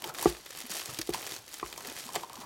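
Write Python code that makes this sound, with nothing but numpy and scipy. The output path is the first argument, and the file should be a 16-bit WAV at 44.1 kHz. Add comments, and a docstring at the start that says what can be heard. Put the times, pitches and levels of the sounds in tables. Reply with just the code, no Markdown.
"""In a small room, close by, hands push and smooth metallic foil across the bed of a resting sewing machine.
Creases buckle in a dense crackle with louder single snaps; sliding friction gives the sheet a soft hiss
and the hands a dull rumble. A few bumps excite the damped modes of the hollow machine and its table,
plastic parts clack lightly, and something metal tinks twice. Short reflections and faint air surround it."""
import sys
import numpy as np
from scipy import signal
from scipy.fft import rfft, irfft
from scipy.io import wavfile

SR = 44100
rng = np.random.default_rng(int(sys.argv[2]) if len(sys.argv) > 2 else 0)


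def inscribe(sig):
    """Save sig as 16-bit PCM at rate SR to the path in sys.argv[1].

    A 1-D sig is mono; a 2-D sig holds one channel per row.
    Samples are clipped to [-1, 1] before scaling.
    """
    pcm = np.round(np.clip(np.atleast_2d(sig).T, -1, 1) * 32767)
    wavfile.write(sys.argv[1], SR, pcm.astype(np.int16))


N = 108045
TOP_HZ = 16000

def amp(db):
    """Amplitude ratio of a level in decibels."""
    return 10 ** (np.asarray(db) / 20)

def unit(x):
    """Normalisation to unit energy."""
    return x / np.sqrt(np.sum(x ** 2) + 1e-18)

def add(out, start, x):
    """Superposition of a sound at a time in seconds."""
    i = max(int(start * SR), 0)
    out[i:i + len(x)] += x[:max(len(out) - i, 0)]

def envelope(points):
    """Amplitude envelope, linear in decibels between points."""
    when, db = np.array(points).T
    return amp(np.interp(np.arange(N) / SR, when, db))

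def colour(x, points):
    """Minimum-phase filtering through (f/Hz, level/dB) points, conserving the power of white noise."""
    hz, db = np.array(points, float).T
    size = 4096
    log_hz = np.log(np.fft.rfftfreq(size, 1 / SR) + 1)
    cepstrum = irfft(np.log(amp(np.interp(log_hz, np.log(hz), db))))
    cepstrum[1:size // 2] *= 2
    cepstrum[size // 2 + 1:] = 0
    return signal.fftconvolve(x, unit(irfft(np.exp(rfft(cepstrum)))))[:len(x)]

def ring(hz, t60, rise_s):
    """Damped harmonic oscillation with a smooth onset."""
    t = np.arange(SR // 2) / SR
    return np.sin(2 * np.pi * hz * t) * np.exp(-np.log(1000) * t / t60) * (1 - np.exp(-(t / rise_s) ** 2))

# Spectrum of the room air: f/Hz, relative level/dB
AIR_SPECTRUM = [(20, -13), (50, 3), (120, -0.5), (300, -7), (1000, -3.5), (2000, -7.5), (6000, -12),
                (16000, -44.5)]
def air():
    """Stationary ambient noise, strongest in the bass."""
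    return amp(-61.5) * colour(rng.standard_normal(N), AIR_SPECTRUM)

def room(x):
    """Early reflections from the machine's arm and bed precede the room's diffuse reverberation."""
    t = np.arange(SR // 2) / SR
    def tail(t60, gap_s):
        return unit(rng.standard_normal(len(t)) * np.exp(-np.log(1000) * t / t60) * (t > gap_s))
    early = signal.sosfilt(signal.butter(2, 900, "high", fs=SR, output="sos"), tail(0.017, gap_s=0.00067))
    late = signal.sosfilt(signal.butter(1, 7000, fs=SR, output="sos"), tail(0.26, gap_s=0.0052))
    return signal.fftconvolve(x, amp(-14.5) * early + amp(-15.5) * late)[:N]

# Strength of the rubbing: t/s, level/dB
RUB_LEVELS = [(0, -59), (.06, -44), (.13, -51), (.22, -46.5), (.32, -50.5), (.46, -67), (.58, -56),
              (.72, -66), (.82, -63), (.90, -47.5), (1.0, -62), (1.06, -78), (1.16, -43.5), (1.22, -54.5),
              (1.32, -52), (1.45, -63.5), (1.56, -66), (1.68, -55.5), (1.76, -56), (1.88, -49), (2.0, -60),
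              (2.18, -48), (2.28, -55.5), (2.45, -50.5)]
# Spectrum of the rubbing: f/Hz, relative level/dB
RUB_SPECTRUM = [(30, -6), (70, -14), (115, -1.5), (160, -0.5), (230, -4.5), (360, 0.5), (580, -1),
                (800, 0.5), (1080, -1.5), (1500, -8.5), (3000, -29), (16000, -23.5)]
def rubbing():
    """Sliding friction of the hands drives the hollow bed into a dull rumble."""
    return envelope(RUB_LEVELS) * colour(rng.standard_normal(N), RUB_SPECTRUM)

# Soft pushes on the bed: t/s, level/dB, f/Hz
NUDGES = [(0.051, -35, 344), (.085, -36.5, 143), (0.638, -33.5, 242), (0.699, -37, 190), (0.771, -47, 204),
          (.885, -32.5, 126), (.925, -36, 134), (.985, -31.5, 135), (0.989, -23, 334), (1.262, -37, 393),
          (1.311, -43, 118), (1.386, -43.5, 116), (1.844, -34, 397), (1.877, -32.5, 248),
          (2.054, -35.5, 242), (2.216, -39, 343), (2.381, -34, 247)]
def nudges():
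    """Soft contact excites only low frequencies: one damped mode for each push of the hand."""
    out = np.zeros(N)
    for start, db, hz in NUDGES:
        add(out, start, amp(db) * ring(hz, t60=0.064, rise_s=0.0062))
    return out

# Metal contacts: t/s, level/dB
TINKS = [(2.1535, -28), (2.3546, -49)]
# Modes of the metal: f/Hz, relative level/dB, T60/s
METAL_MODES = [(4760, -6, 0.014), (5600, -10, 0.043), (7600, 3.5, 0.023), (8040, -3, 0.029)]
def tinks():
    """Small metal rings touch and vibrate in high, heavily damped modes."""
    out = np.zeros(N)
    for start, db in TINKS:
        for hz, mode_db, t60 in METAL_MODES:
            add(out, start, amp(db + mode_db) * ring(hz, t60, rise_s=0.0006))
    return out

# Plastic contacts: t/s, relative level/dB, f/Hz
CLACKS = [(.043, -34, 900), (.094, -36, 837), (.097, -34.5, 1397), (.192, -35.5, 770), (0.228, -30, 990),
          (.754, -36, 770), (.893, -39, 1230), (1.144, -26.5, 1010), (1.628, -26.5, 1127),
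          (1.778, -36, 1020), (2.089, -34.5, 1015), (2.148, -29, 867), (2.158, -25.5, 776),
          (2.2337, -29, 1013), (2.299, -36.5, 1020), (2.338, -39.5, 1130), (2.368, -39, 976),
          (2.413, -42, 1070), (2.435, -37.5, 1070)]
# Modes of a plastic part: frequency ratio, relative level/dB, T60/s
PLASTIC_MODES = [(0.719, -4.5, 0.039), (0.911, 3, 0.056), (1.028, 2, 0.064), (1.14, -4.5, 0.045),
                 (2.2, -10, 0.02)]
def clacks():
    """Light impacts excite inharmonic modes of the plastic parts, slightly detuned each time."""
    out = np.zeros(N)
    for start, db, hz in CLACKS:
        detunings = 1 + 0.013 * rng.standard_normal(len(PLASTIC_MODES))
        for (ratio, mode_db, t60), detune in zip(PLASTIC_MODES, detunings):
            gain = amp(db + mode_db) * rng.choice([-1, 1]) / 2
            add(out, start, gain * ring(hz * ratio * detune, t60, rise_s=0.00079))
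    return out

# Hand impacts: t/s, body level/dB, tilt above 340 Hz/(dB per octave), table level/dB
BUMPS = [(0.2562, -3, 0, -30), (.9885, -31, -15, -48), (1.0900, -14, -5, -42), (1.627, -25, 4.5, -44),
         (2.163, -25.5, 3.5, -70)]
# Modes of the hollow machine: f/Hz, relative level/dB, T60/s
BODY_MODES = [(148.5, -18, 0.094), (269, -19.5, 0.054), (355, 3, 0.026), (350.6, -17.5, .15),
              (404, -0.5, 0.032), (752, -6.5, 0.027), (860, -25, 0.098), (1164, -11.5, 0.029),
              (1275, -27, 0.042), (1940, -26, 0.034), (2350, -30, 0.028)]
def bumps():
    """Impact sets the hollow body into free vibration; the table beneath booms just after."""
    contact_s = 0.0011
    out = np.zeros(N)
    for start, db, tilt, table_db in BUMPS:
        add(out, start + 0.0098, amp(table_db) * ring(hz=54.7, t60=0.2, rise_s=0.0054))
        for hz, mode_db, t60 in BODY_MODES:
            gain = amp(db + mode_db + tilt * max(np.log2(hz / 340), 0))
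            add(out, start, gain * ring(hz, t60, rise_s=contact_s + 1 / hz))
    return out

# Spectrum of the sliding sheet: f/Hz, relative level/dB
SLIDE_SPECTRUM = [(40, -24), (130, 1), (350, 1), (600, 6), (900, -7.5), (1500, 5.5), (4500, 8.5), (8000, 5),
                  (12000, 0), (16000, -22)]
def sliding(effort):
    """Friction between sheet and bed radiates broadband noise, its amplitude proportional to effort."""
    return amp(-4.5) * effort * colour(rng.standard_normal(N), SLIDE_SPECTRUM)

def buckle(hz, decay_ms):
    """Snap-through buckling of one facet: a noise burst with faint ringing, the treble dying first."""
    size, width_oct = 2048, 1.4
    t = np.arange(size) / SR
    octaves = np.log2((np.fft.rfftfreq(size, 1 / SR) + 1) / hz)
    spectrum = rfft(rng.standard_normal(size)) / np.sqrt(1 + (2 * octaves / width_oct) ** 2)
    spectrum *= amp(-1.5 * np.maximum(octaves - 0.64, 0))  # steeper upper skirt
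    treble_share = 1 / (1 + np.exp(-4 * (octaves - .5)))
    mode_hz = np.minimum(hz * 2 ** (.5 * rng.standard_normal((4, 1))), TOP_HZ)
    rings = np.sin(2 * np.pi * mode_hz * t).sum(axis=0)
    age = t * 1000 / decay_ms
    fade = np.exp(-age) * (1 - np.exp(-age / 0.072))
    burst = irfft(spectrum * (1 - treble_share)) + irfft(spectrum * treble_share) * np.exp(-.3 * age)
    return unit(unit(burst * fade) + 0.14 * unit(rings * fade))

def crackle(effort):
    """Small creases buckle as a random point process whose rate and amplitude grow with effort."""
    candidates, spread_db, spread_oct = 1200, 5.5, 0.86
    chance = rng.random((candidates, 2))
    scatter = np.clip(rng.standard_normal((candidates, 3)), -2, 2)
    grains = np.zeros(N)
    for k, ((jitter, draw), (size, pitch, length)) in enumerate(zip(chance, scatter)):
        start = (k + 4 * jitter) % candidates / candidates * N / SR
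        grain = buckle(hz=5490 * 2 ** (spread_oct * pitch), decay_ms=1.66 * np.exp(0.58 * length))
        rate_per_s = 520 * (effort[int(start * SR)] / effort.mean()) ** 0.36
        if draw < rate_per_s * N / SR / candidates:
            add(grains, start, amp(spread_db * size) * grain)
    return amp(-1.5) * effort * grains / grains.std()

# Large creases: t/s, relative level/dB, centre f/Hz, decay time/ms
SNAPS = [(0.022, -35.5, 5700, 1.2), (0.0415, -28.5, 4070, 3.4), (0.075, -38, 7000, 1.8),
         (.093, -37, 6070, 3.5), (0.1403, -40, 10900, 1.2), (.146, -36, 2820, 5), (0.178, -44, 9000, 2),
         (0.2119, -32, 9150, 2.2), (.225, -25, 8900, 4.9), (0.279, -36, 4550, 3.6),
         (.461, -37.5, 3900, 7.2), (0.5063, -36, 5800, 2.9), (0.55, -39.5, 3500, 2.1),
         (0.572, -38, 7000, 1.3), (.587, -35, 8040, 4.8), (.604, -33.5, 7460, 1.2),
         (0.6143, -38, 5000, 2.4), (0.622, -40, 3880, 1.4), (.664, -41.5, 8100, 1.3),
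         (0.7027, -31, 5940, 10), (0.7135, -28.5, 6740, 8), (0.7349, -39.5, 4540, 3),
         (.752, -31.5, 6000, 5), (0.773, -33, 6440, 3.1), (.795, -34, 4970, 3), (.858, -31.5, 6540, 2.1),
         (0.812, -36, 6400, 1.2), (.897, -46, 3000, 4.3), (0.9456, -36, 4570, 2.4),
         (0.9876, -25.5, 4100, 5), (1.014, -25.5, 4840, 4.5), (1.073, -38, 6640, 1.1),
         (1.093, -36.5, 7400, 1.4), (1.1362, -27, 4800, 3.6), (1.144, -29, 3940, 5),
         (1.2658, -31.5, 5000, 4.3), (1.32, -32.5, 4900, 4.5), (1.34, -35, 4760, 2.7),
         (1.363, -34, 4700, 3.8), (1.479, -41.5, 5060, 3), (1.5402, -32.5, 6100, 4),
         (1.571, -47, 4930, 1.8), (1.597, -36.5, 2330, 4.2), (1.6618, -39.5, 2900, 1.9),
         (1.7266, -34, 3500, 3.2), (1.777, -34, 6140, 4.1), (1.848, -36.5, 2970, 6.4),
         (1.872, -35.5, 7550, 5.1), (1.899, -37.5, 4070, 2), (1.9654, -36.5, 4080, 1.1),
         (1.997, -37.5, 5460, 4), (2.1332, -37, 8400, 2.3), (2.145, -39, 3970, 17), (2.154, -29, 4300, 3.3),
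         (2.158, -27, 2250, 7.2), (2.232, -39, 3100, 5.8), (2.2971, -42, 4950, 0.4),
         (2.331, -40, 7000, 1.9), (2.355, -39, 4800, 5.2)]
def snaps():
    """Large creases release their stored elastic energy in single transients."""
    out = np.zeros(N)
    for start, db, hz, decay_ms in SNAPS:
        add(out, start, amp(db) * np.sqrt(SR / 500) * buckle(hz, decay_ms))
    return out

# How hard the sheet is worked: t/s, level/dB
EFFORT = [(0, -50.5), (.035, -52), (.06, -45), (0.101, -44.5), (.125, -63), (.15, -48), (.19, -41),
          (.225, -39.5), (.25, -39), (.29, -35.5), (.33, -47.5), (.385, -50.5), (.445, -53), (.47, -51.5),
          (.53, -49.5), (.605, -44.5), (.64, -49.5), (.695, -47.5), (.71, -41), (.78, -37), (.84, -45.5),
          (.90, -42.5), (.97, -45), (1.02, -51.5), (1.055, -50.5), (1.10, -45), (1.12, -54), (1.144, -36.5),
          (1.175, -42.5), (1.24, -46), (1.27, -42.5), (1.35, -43), (1.39, -51.5), (1.47, -55.5),
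          (1.485, -50.5), (1.58, -46.5), (1.62, -53), (1.67, -48), (1.75, -50.5), (1.82, -48), (1.87, -45),
          (1.93, -46.5), (2.0, -41), (2.06, -46.5), (2.125, -49), (2.155, -41.5), (2.19, -45),
          (2.26, -54.5), (2.38, -54.5), (2.412, -45), (2.45, -54)]
# Response of the sheet: f/Hz, relative level/dB
FOIL_RESPONSE = [(100, -43.5), (300, 13.5), (800, 6), (1400, 3.5), (2500, 0.5), (4000, -1), (7900, -1),
                 (9000, -2.5), (12500, 0.5), (16000, -4)]
def foil():
    """Source and filter: the sheet's response colours its buckling, and friction adds hiss."""
    effort = envelope(EFFORT)
    return colour(crackle(effort) + snaps(), FOIL_RESPONSE) + sliding(effort)

def scene():
    """Superposition of direct sound, ambient noise and reflections."""
    direct = foil() + rubbing() + tinks() + bumps() + clacks() + nudges()
    return (direct + air() + room(direct))[None]

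def record(dry):
    """Band limiting removes the deepest bass and the highest treble."""
    dry = signal.sosfilt(signal.butter(2, 32, "high", fs=SR, output="sos"), dry)
    return signal.sosfilt(signal.ellip(10, .2, 70, TOP_HZ, fs=SR, output="sos"), dry)

dry = scene()
out = record(dry)
inscribe(out)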